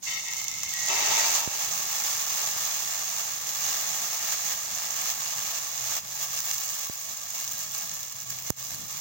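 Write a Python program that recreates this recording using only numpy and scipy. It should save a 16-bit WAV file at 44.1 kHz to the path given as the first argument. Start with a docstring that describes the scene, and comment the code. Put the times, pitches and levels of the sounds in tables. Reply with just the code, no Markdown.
"""In a kitchen, a ladle of batter touches down in a hot oiled pan and is poured out and spread.
Steam bubbles burst by the thousand. Trapped under the ladle, they ring the gap and batter pocket;
the pan squeals as the ladle rubs. As the batter sets, the bubbles thin to a crackle.
Three specks of spitting oil strike the right of a close microphone's two openings (ports), and the
last makes a limiter dip the volume. Behind it all, the room and a far engine drone faintly."""
import sys
import numpy as np
from scipy import signal
from scipy.fft import rfft, irfft, next_fast_len
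from scipy.io import wavfile
from scipy.ndimage import uniform_filter1d, minimum_filter1d

SR = 44100
rng = np.random.default_rng(int(sys.argv[2]) if len(sys.argv) > 2 else 0)


def pcm_store(signal):
    """Save signal as 16-bit PCM."""
    levels = np.round(np.clip(np.atleast_2d(signal), -1, 1) * 32767)
    wavfile.write(sys.argv[1], SR, levels.astype(np.int16).T)


N = 397202
TIME = np.arange(N) / SR

# the tone of the room's drone: pitch_hz, gain_db
ROOM_TONE = [(20, -38.5), (45, -18.5), (80, -1), (125, 0), (180, 0), (300, -10.5), (450, -18.5), (700, -14),
             (2000, -21)]
# the note of a far engine outside: time_s, pitch_hz, left_level_db
ENGINE_NOTE = [(0, 117.1, -62.5), (5, 122.3, -66.5), (6.3, 136.6, -52.5), (7, 126.9, -67.5),
               (8.1, 127.9, -57), (8.65, 127.9, -47), (9, 147.3, -53)]
# how each port colours the frying: pitch_hz, left_gain_db, right_gain_db
PORT_TONE = [(96, -19.5, -36), (292, -11, -20), (456.3, -10, -13.5), (621, -2, -6), (1208, -5, -8.5),
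             (3065, -2.5, -9), (4490, -1.5, -4), (5636, -1.5, 3), (6494, -3, 10), (7481, -11.5, 3.5),
             (7945, -11.5, -5.5), (10550, -16, -14), (13000, -10.5, -18.5), (14430, -4.5, -7),
             (14120, -1.5, -4)]
# air ringing in the pan's bowl (a minus share swings the other way):
# pitch_hz, width_hz, left_share, right_share
BOWL_RINGS = [(393.6, 14.9, 1.28, 0.97), (693, 81, 0.3843, 0.15), (814.8, 71, 0.5777, 0.94),
              (984.4, 102, -0.58, -0.16), (1124.6, 84.9, -3.5, 1), (1708, 852, 0.44, 0.327),
              (2740, 90, 0.6, 0.5), (3100, 240, -0.4429, -0.31), (3463, 170, 0.3949, -0.22)]
# oil specks hitting the right port: time_s, push_gain_db, tick_peak_db (before the limiter)
OIL_SPECKS = [(1.4762, -13, -25), (6.8979, -17.5, -21), (8.5039, 4, 8.3)]
# single loud bubbles: time_s, right_peak_db
LOUD_POPS = [(.2842, -20), (.3135, -19), (.3269, -19), (.3353, -16), (.3675, -21), (.399, -20), (.415, -19),
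             (.442, -15), (.4822, -9.5), (.5145, -16), (.54, -16), (.586, -17), (.6333, -10), (.692, -16),
             (.7372, -12), (.8, -14), (.8857, -9), (3.491, -12), (4.321, -12), (4.906, -16), (5.101, -12),
             (6.375, -14), (6.389, -13), (6.404, -15), (6.5125, -12.5), (6.5335, -15), (6.5818, -10.5),
             (7.443, -18), (7.477, -18.5), (7.5222, -20), (7.7105, -21), (7.7483, -16), (7.8328, -19),
             (7.895, -14), (7.968, -21), (8.006, -20), (8.0304, -21), (8.0824, -21), (8.125, -19),
             (8.2027, -17), (8.3034, -18), (8.3873, -19), (8.6087, -20), (8.6505, -21), (8.7456, -19),
             (8.97, -21)]
# ringing of the thin gap under the ladle: pitch_hz, width_hz, gain_db
GAP_RINGS = [(1012.6, 37, -18), (1297.5, 10.1, -13), (2137, 110, -4), (2645, 22, -7.5), (2799, 40, -11.5),
             (3043, 39, -7.5), (3647, 129, -9.5), (4320, 21.4, -8), (5769, 105, -5)]
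# ringing of the pocket of batter under the ladle: pitch_hz, width_hz, gain_db
POCKET_RINGS = [(329.7, 49.5, -13), (438.4, 92.3, -7), (618.2, 91.3, -4), (818.4, 37, -1), (908, 45.5, 4),
                (1004, 27, -7), (1305, 61, -8), (2327, 98, -3.5), (2655.4, 75, 1), (3037, 52, -6),
                (3780, 77, -2.5)]
# the metal pan's own notes above its whistle: pitch_hz, gain_db
PAN_HIGH_NOTES = [(2697, -6), (4540, 3), (4920, -4), (5772, -3)]
# the wet ladle touches, rests, then presses down: start_s, length_s, gap_gain_db, pocket_gain_db
LADLE_TOUCHES = [(0.074, 0.102, -39, -55), (0.262, 0.583, -45, -60), (0.895, 0.332, -39.5, -37)]
# the pan squeals as the ladle rubs: start_s, length_s, whistle_gain_db, high_notes_gain_db
PAN_SQUEALS = [(0.08, 0.0965, -49.5, -44), (0.265, 0.045, -47, -57.5), (0.745, 0.155, -43, -61.5),
               (.92, 0.34, -46, -44.5), (1.195, 0.044, -40, -39), (1.301, 0.088, -51, -45)]
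# the steady hiss, as more or less wet batter meets the metal: time_s, base_level_db
HISS_LEVELS = [(0, -75), (.03, -38.5), (.23, -36.5), (.3, -36.8), (.66, -35.8), (.9, -28.5), (1.37, -26.5),
               (1.48, -36.5), (1.57, -32.5), (2.36, -33), (2.9, -33.5), (3.44, -36.5), (3.69, -32),
               (4.58, -36), (4.8, -35), (5.15, -35.7), (5.48, -33.5), (6.05, -43), (6.51, -35.5),
               (6.95, -39), (7.65, -38.3), (8.23, -41.5), (9, -39)]
# spurts of steam from under the batter, building up and quickly spent: peak_s, build_up_s, boost_db
STEAM_SPURTS = [(.11, 0.098, 5), (.7, 0.0274, 3.5), (2.1, 0.117, 1.68), (2.48, 0.25, 2.3), (3.07, 0.078, 0),
                (3.2, 0.036, 2.5), (3.34, 0.197, 0.5), (4.33, 0.15, 3), (4.53, 0.115, 5), (5.1, 0.172, 3.5),
                (5.55, 0.123, 1), (5.97, 0.263, 10), (6.235, 0.225, 6.5), (6.373, 0.103, 4),
                (6.84, 0.103, 4), (7.119, .06, 1), (7.38, 0.056, 2.3), (7.82, 0.205, 2.5),
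                (8.32, 0.051, 1.8), (8.478, 0.043, 5), (8.641, 0.068, 2.5), (8.73, 0.031, 2)]

FLOOD_S, FLOOD_LENGTH_S = 0.727, 0.312  # the batter floods the oil
SETTING_S, SETTING_LENGTH_S = 5.936, 0.63  # the batter turns firm
BRIGHTEN_S, BRIGHTEN_LENGTH_S = 0.867, 0.82  # the highest fizz gradually brightens
LEFT_LAG_SAMPLES = 44  # sound reaches the left port later
WALL_ECHO_SAMPLES = int(.00178 * SR)  # delay of the echo off the wall behind the stove
TOP_HZ = 15950  # treble above this is cut


def amp(db):
    """Turn decibels into a number to multiply by."""
    return 10 ** (np.asarray(db) / 20)


def curves(table):
    """The columns of a table, joined by straight lines in time."""
    times, *columns = np.transpose(table)
    return [np.interp(TIME, times, column) for column in columns]


def ramp(start_s, length_s):
    """Rise from 0 to 1 and stay there."""
    return np.clip((TIME - start_s) / length_s, 0, 1)


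def touch(start_s, length_s, fade_db_per_s, rise_s=0.0211):
    """Rise quickly up to the start, hold, then die away evenly."""
    fade = amp(-fade_db_per_s * np.maximum(TIME - start_s - length_s, 0))
    return ramp(start_s - rise_s, rise_s) * fade


def wander(per_s):
    """Glide to a new random value, typically about 1 from zero, per_s times a second."""
    hold = int(SR / per_s)
    steps = np.repeat(rng.standard_normal(N // hold + 1), hold)
    return 1.43 * uniform_filter1d(steps, hold)[:N]


def filtered(x, gain_at):
    """Turn each frequency up or down by gain_at(hz)."""
    size = next_fast_len(N + SR // 2)
    hz = np.maximum(np.arange(size // 2 + 1) * SR / size, 1)
    return irfft(rfft(x, size) * gain_at(hz), size)[..., :N]


def colour(x, table):
    """Shape the tone with a table of pitches and one gain column, or one for each port."""
    pitches, *columns = np.transpose(table)
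    return filtered(x, lambda hz: amp([np.interp(np.log(hz), np.log(pitches), c) for c in columns]))


def unit(x):
    """Scale a stereo sound so the average of its two sides has a level (rms) of 1."""
    return x / x.mean(0).std()


def band_level(x, low_hz, high_hz):
    """The level (rms) of the average of both sides, between two frequencies."""
    return filtered(x.mean(0), lambda hz: (hz > low_hz) & (hz < high_hz)).std()


def to_peaks(sound, times, peaks_db):
    """Scale each short event to its peak level at the right port."""
    peaks = np.array([np.abs(sound[1, at:at + SR // 200]).max() for at in (times * SR).astype(int)])
    return sound * np.interp(TIME, times, amp(peaks_db) / peaks)


def thin(x, keep):
    """A tearing film gives off mostly treble; a smaller keep leaves less bass."""
    return signal.lfilter([1, keep - 1], [2 - keep], x)


def ports(x):
    """Add each port's colour, then apply the overall top-treble cut."""
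    return filtered(colour(x, PORT_TONE), lambda hz: 1 / (1 + (hz / TOP_HZ) ** 80))


def resonate(x, rings):
    """A small hollow rings at its own pitches and muffles the rest."""
    def gain_at(hz):
        return sum(amp(db) / (1 + 1.3j * (hz - pitch) / width) ** 2 for pitch, width, db in rings)
    return unit(filtered(x, gain_at))


def surroundings(x, wall_echo=(.17, .08), room_db=-12, room_fade_s=0.219):
    """The direct sound, one near echo and the room's echo, all coloured by the pan's bowl."""
    t = TIME[:SR // 3]
    tail = rng.standard_normal((2, len(t))) * amp(-60 * t / room_fade_s)
    paths = amp(room_db) * tail / np.linalg.norm(tail, axis=1, keepdims=True)
    paths[:, 0] += 1  # the direct sound
    paths[:, WALL_ECHO_SAMPLES] += wall_echo
    bowl = sum(np.array(shares)[:, None] * signal.lfilter(*signal.iirpeak(hz, hz / width, SR), paths)
               for hz, width, *shares in BOWL_RINGS)
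    return signal.oaconvolve(x, paths + bowl, axes=1)[:, :N]


def bursts(times, sizes, snap_s=.00008, rattle_s=0.00142, rattle_db=-3, samples=40):
    """Each bubble bursts with a tiny snap and a brief rattle between the pan's sides."""
    n = np.arange(samples)

    def dying_noise(fade_s):
        noise = rng.standard_normal((len(times), samples)) * np.exp(-n / SR / fade_s)
        return noise * (sizes / np.linalg.norm(noise, axis=1))[:, None]

    def at_port(starts):
        sounds = snaps + amp(rattle_db) * dying_noise(rattle_s)
        return np.bincount((starts[:, None] + n).ravel(), sounds.ravel(), N)[:N]  # add them all up
    snaps = dying_noise(snap_s)
    right = (times * SR).astype(int)
    lags = LEFT_LAG_SAMPLES + 3 * rng.standard_normal(len(times))  # each bubble has its own place
    left = right + np.round(lags).astype(int)
    return np.array([at_port(left), at_port(right)])


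def bubbles(per_s, skew, span, **shape):
    """Bubbles burst at random moments; a plus skew favours small ones, a minus skew large ones."""
    when, how_big = rng.random((per_s * N // SR, 2)).T
    size_db = -skew * np.log(1.5 - how_big * (1 - np.exp(-span / skew)))
    return unit(bursts(when * N / SR, amp(size_db), **shape))


def kitchen(level_db=-58.5, growth_db_per_s=0.2453, right_db=-6, waver_db=2.1):
    """The room drones low and slowly grows, stronger at the left port."""
    noise = rng.standard_normal((2, N)) + 0.6 * rng.standard_normal(N)  # partly shared by both sides
    drone = unit(colour(noise, ROOM_TONE) * amp([[0], [right_db]]))
    return drone * amp(level_db + growth_db_per_s * TIME + waver_db * wander(14))


def engine(right_db=-9, waver_db=2.74):
    """The firing note of a far engine comes through the walls, wavering."""
    hz, db = curves(ENGINE_NOTE)
    pitch_hz = hz * (1 + 0.026 * wander(18))
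    note = np.sin(2 * np.pi * np.cumsum(pitch_hz) / SR) * amp(db + waver_db * wander(20))
    return note * amp([[0], [right_db]])


def oil_specks(push_s=0.0014, rise_s=.0001, leak_hz=85, tick_s=0.00025, left_db=-15):
    """A speck hits the right port: a tick, and a push of air that leaks away and swings back."""
    push, tick = np.zeros(N), np.zeros(N)
    t = TIME[:SR // 50]
    for time_s, push_db, _ in OIL_SPECKS:
        at = int(time_s * SR)
        push[at:at + len(t)] -= amp(push_db) * np.exp(-t / push_s) * (1 - np.exp(-t / rise_s))
        tick[at:at + len(t)] += np.exp(-t / tick_s) * rng.standard_normal(len(t))
    push = signal.sosfilt(signal.butter(2, leak_hz, "high", fs=SR, output="sos"), push)
    times, _, ticks_db = np.transpose(OIL_SPECKS)
    left, right = to_peaks(ports(thin(tick, keep=0.35)), times, ticks_db)
    return np.array([amp(left_db) * np.roll(left, LEFT_LAG_SAMPLES), right + push])


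def pops(edge_hz=7400, top_db=-6):
    """Large bubbles burst as sharp spits, too big to reach as high as the fizz."""
    times, peaks_db = np.transpose(LOUD_POPS)
    snaps = bursts(times, np.ones(len(times)), snap_s=.00055, rattle_s=.0025, rattle_db=-4.5, samples=500)
    spits = ports(surroundings(thin(snaps, keep=.1)))
    dulled = filtered(spits, lambda hz: amp(top_db) + (1 - amp(top_db)) / (1 + (hz / edge_hz) ** 8))
    return to_peaks(dulled, times, peaks_db)


def squeal(notes, waver_db, waver_rad):
    """The pan's metal keeps ringing, each note wavering a little in level and pitch."""
    sound = 0
    for hz, db in notes:
        level = amp(db + waver_db * wander(27.3))
        sound += level * np.sin(2 * np.pi * hz * TIME + waver_rad * wander(36.64))
    return sound / sound.std()


def ladle(lean_left_db=4.5, gap_fade_db_per_s=139, pocket_fade_db_per_s=44, pan_fade_db_per_s=260.5):
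    """Trapped steam rings the gap and the batter pocket; the pan squeals as the ladle rubs."""
    gap = pocket = whistle = high_notes = 0
    for start_s, length_s, gap_db, pocket_db in LADLE_TOUCHES:
        gap += amp(gap_db) * touch(start_s, length_s, gap_fade_db_per_s)
        pocket += amp(pocket_db) * touch(start_s, length_s, pocket_fade_db_per_s)
    for start_s, length_s, whistle_db, high_db in PAN_SQUEALS:
        held = touch(start_s, length_s, pan_fade_db_per_s)
        whistle = np.maximum(whistle, amp(whistle_db) * held)
        high_notes = np.maximum(high_notes, amp(high_db) * held)
    steam = surroundings(bubbles(per_s=1500, skew=-1, span=13.5))
    sound = gap * resonate(steam, GAP_RINGS) + pocket * resonate(steam, POCKET_RINGS)
    sound += whistle * squeal([(1914, 0)], waver_db=1, waver_rad=.2)  # one clean note at 1914 Hz
    sound += high_notes * squeal(PAN_HIGH_NOTES, waver_db=2, waver_rad=0.61)
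    return sound * amp([[lean_left_db], [-lean_left_db]])


def frying(oil_db=-21, wet_db=-12, set_db=-14, flutter_db=.9, spurt_fall_s=0.0434):
    """Wet batter fries full and fine; bare oil and set batter are thinner, grainy and restless."""
    flooded, firm = ramp(FLOOD_S, FLOOD_LENGTH_S), ramp(SETTING_S, SETTING_LENGTH_S)
    wet = flooded - firm
    spurts_db = sum(np.interp(TIME, [peak_s - build_s, peak_s, peak_s + spurt_fall_s], [0, db, 0])
                    for peak_s, build_s, db in STEAM_SPURTS)
    hiss_db = curves(HISS_LEVELS)[0] + spurts_db + flutter_db * (1 - wet / 2) * wander(18)
    body_db = oil_db * (1 - flooded) + wet_db * wet + set_db * firm  # the lows against the hiss
    crackle_share = 0.308 * (1 - wet) + 0.0485 * wet
    return hiss_db, body_db, crackle_share


def sizzle(body_edge_hz=3300, top_edge_hz=9000, dull_db=-4.5, bright_db=2.5, sputter_db=0.42):
    """Bursting steam bubbles make a fine fizz and thin crackles; wet batter adds a lower body."""
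    hiss_db, body_db, crackle_share = frying()
    fizz_share = 1 - crackle_share
    fizz = bubbles(per_s=4000, skew=-0.5, span=3, rattle_db=-1) * amp(sputter_db * wander(45))
    large_bubbles = bubbles(per_s=210, skew=7, span=22, snap_s=.00013, rattle_db=-9, samples=120)
    crackle = 1.3 * unit(thin(large_bubbles, keep=.22))
    mix = np.sqrt(fizz_share) * fizz + np.sqrt(crackle_share) * crackle
    sound = colour(surroundings(mix), PORT_TONE)
    # with the ladle gone and the batter setting, the wall behind the stove echoes more and sounds hollow
    sound += .15 * ramp(SETTING_S, SETTING_LENGTH_S) * np.roll(sound, WALL_ECHO_SAMPLES, axis=1)
    body = filtered(sound, lambda hz: 1 / (1 + (hz / body_edge_hz) ** 4))
    top = filtered(sound, lambda hz: 1 / (1 + (top_edge_hz / hz) ** 8))
    # the highest fizz starts dull and gradually brightens
    top_db = dull_db + (bright_db - dull_db) * ramp(BRIGHTEN_S, BRIGHTEN_LENGTH_S)
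    treble = (sound - body + (amp(top_db) - 1) * top) / band_level(sound, 4500, 16000)
    # the lows come mostly from the fizz, so even out its changing share
    body = body / band_level(sound, 550, 1700) * np.sqrt(fizz_share.mean() / fizz_share)
    return amp(hiss_db) * (treble + amp(body_db) * body)


def scene():
    """The frying pan in front, the room and the engine behind."""
    return sizzle() + ladle() + pops() + oil_specks() + kitchen() + engine()


def record(dry, ceiling=.76, hold_s=.058, release_s=.02):
    """A limiter turns both sides down at a loud peak, holds and lets go; then the top treble is cut."""
    safe_gain = np.minimum(1, ceiling / (np.abs(dry).max(0) + 1e-9))
    hold = int(hold_s * SR) | 1
    held = minimum_filter1d(safe_gain, hold, origin=hold // 2 - SR // 2000)
    decay = np.exp(-1 / (release_s * SR))
    smooth_dip = signal.lfilter([1 - decay], [1, -decay], 1 - held)
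    gain = np.minimum(held, 1 - smooth_dip)
    treble_cut = signal.ellip(10, .2, 70, TOP_HZ, fs=SR, output="sos")
    return signal.sosfilt(treble_cut, dry * gain)


dry = scene()
out = record(dry)
pcm_store(out)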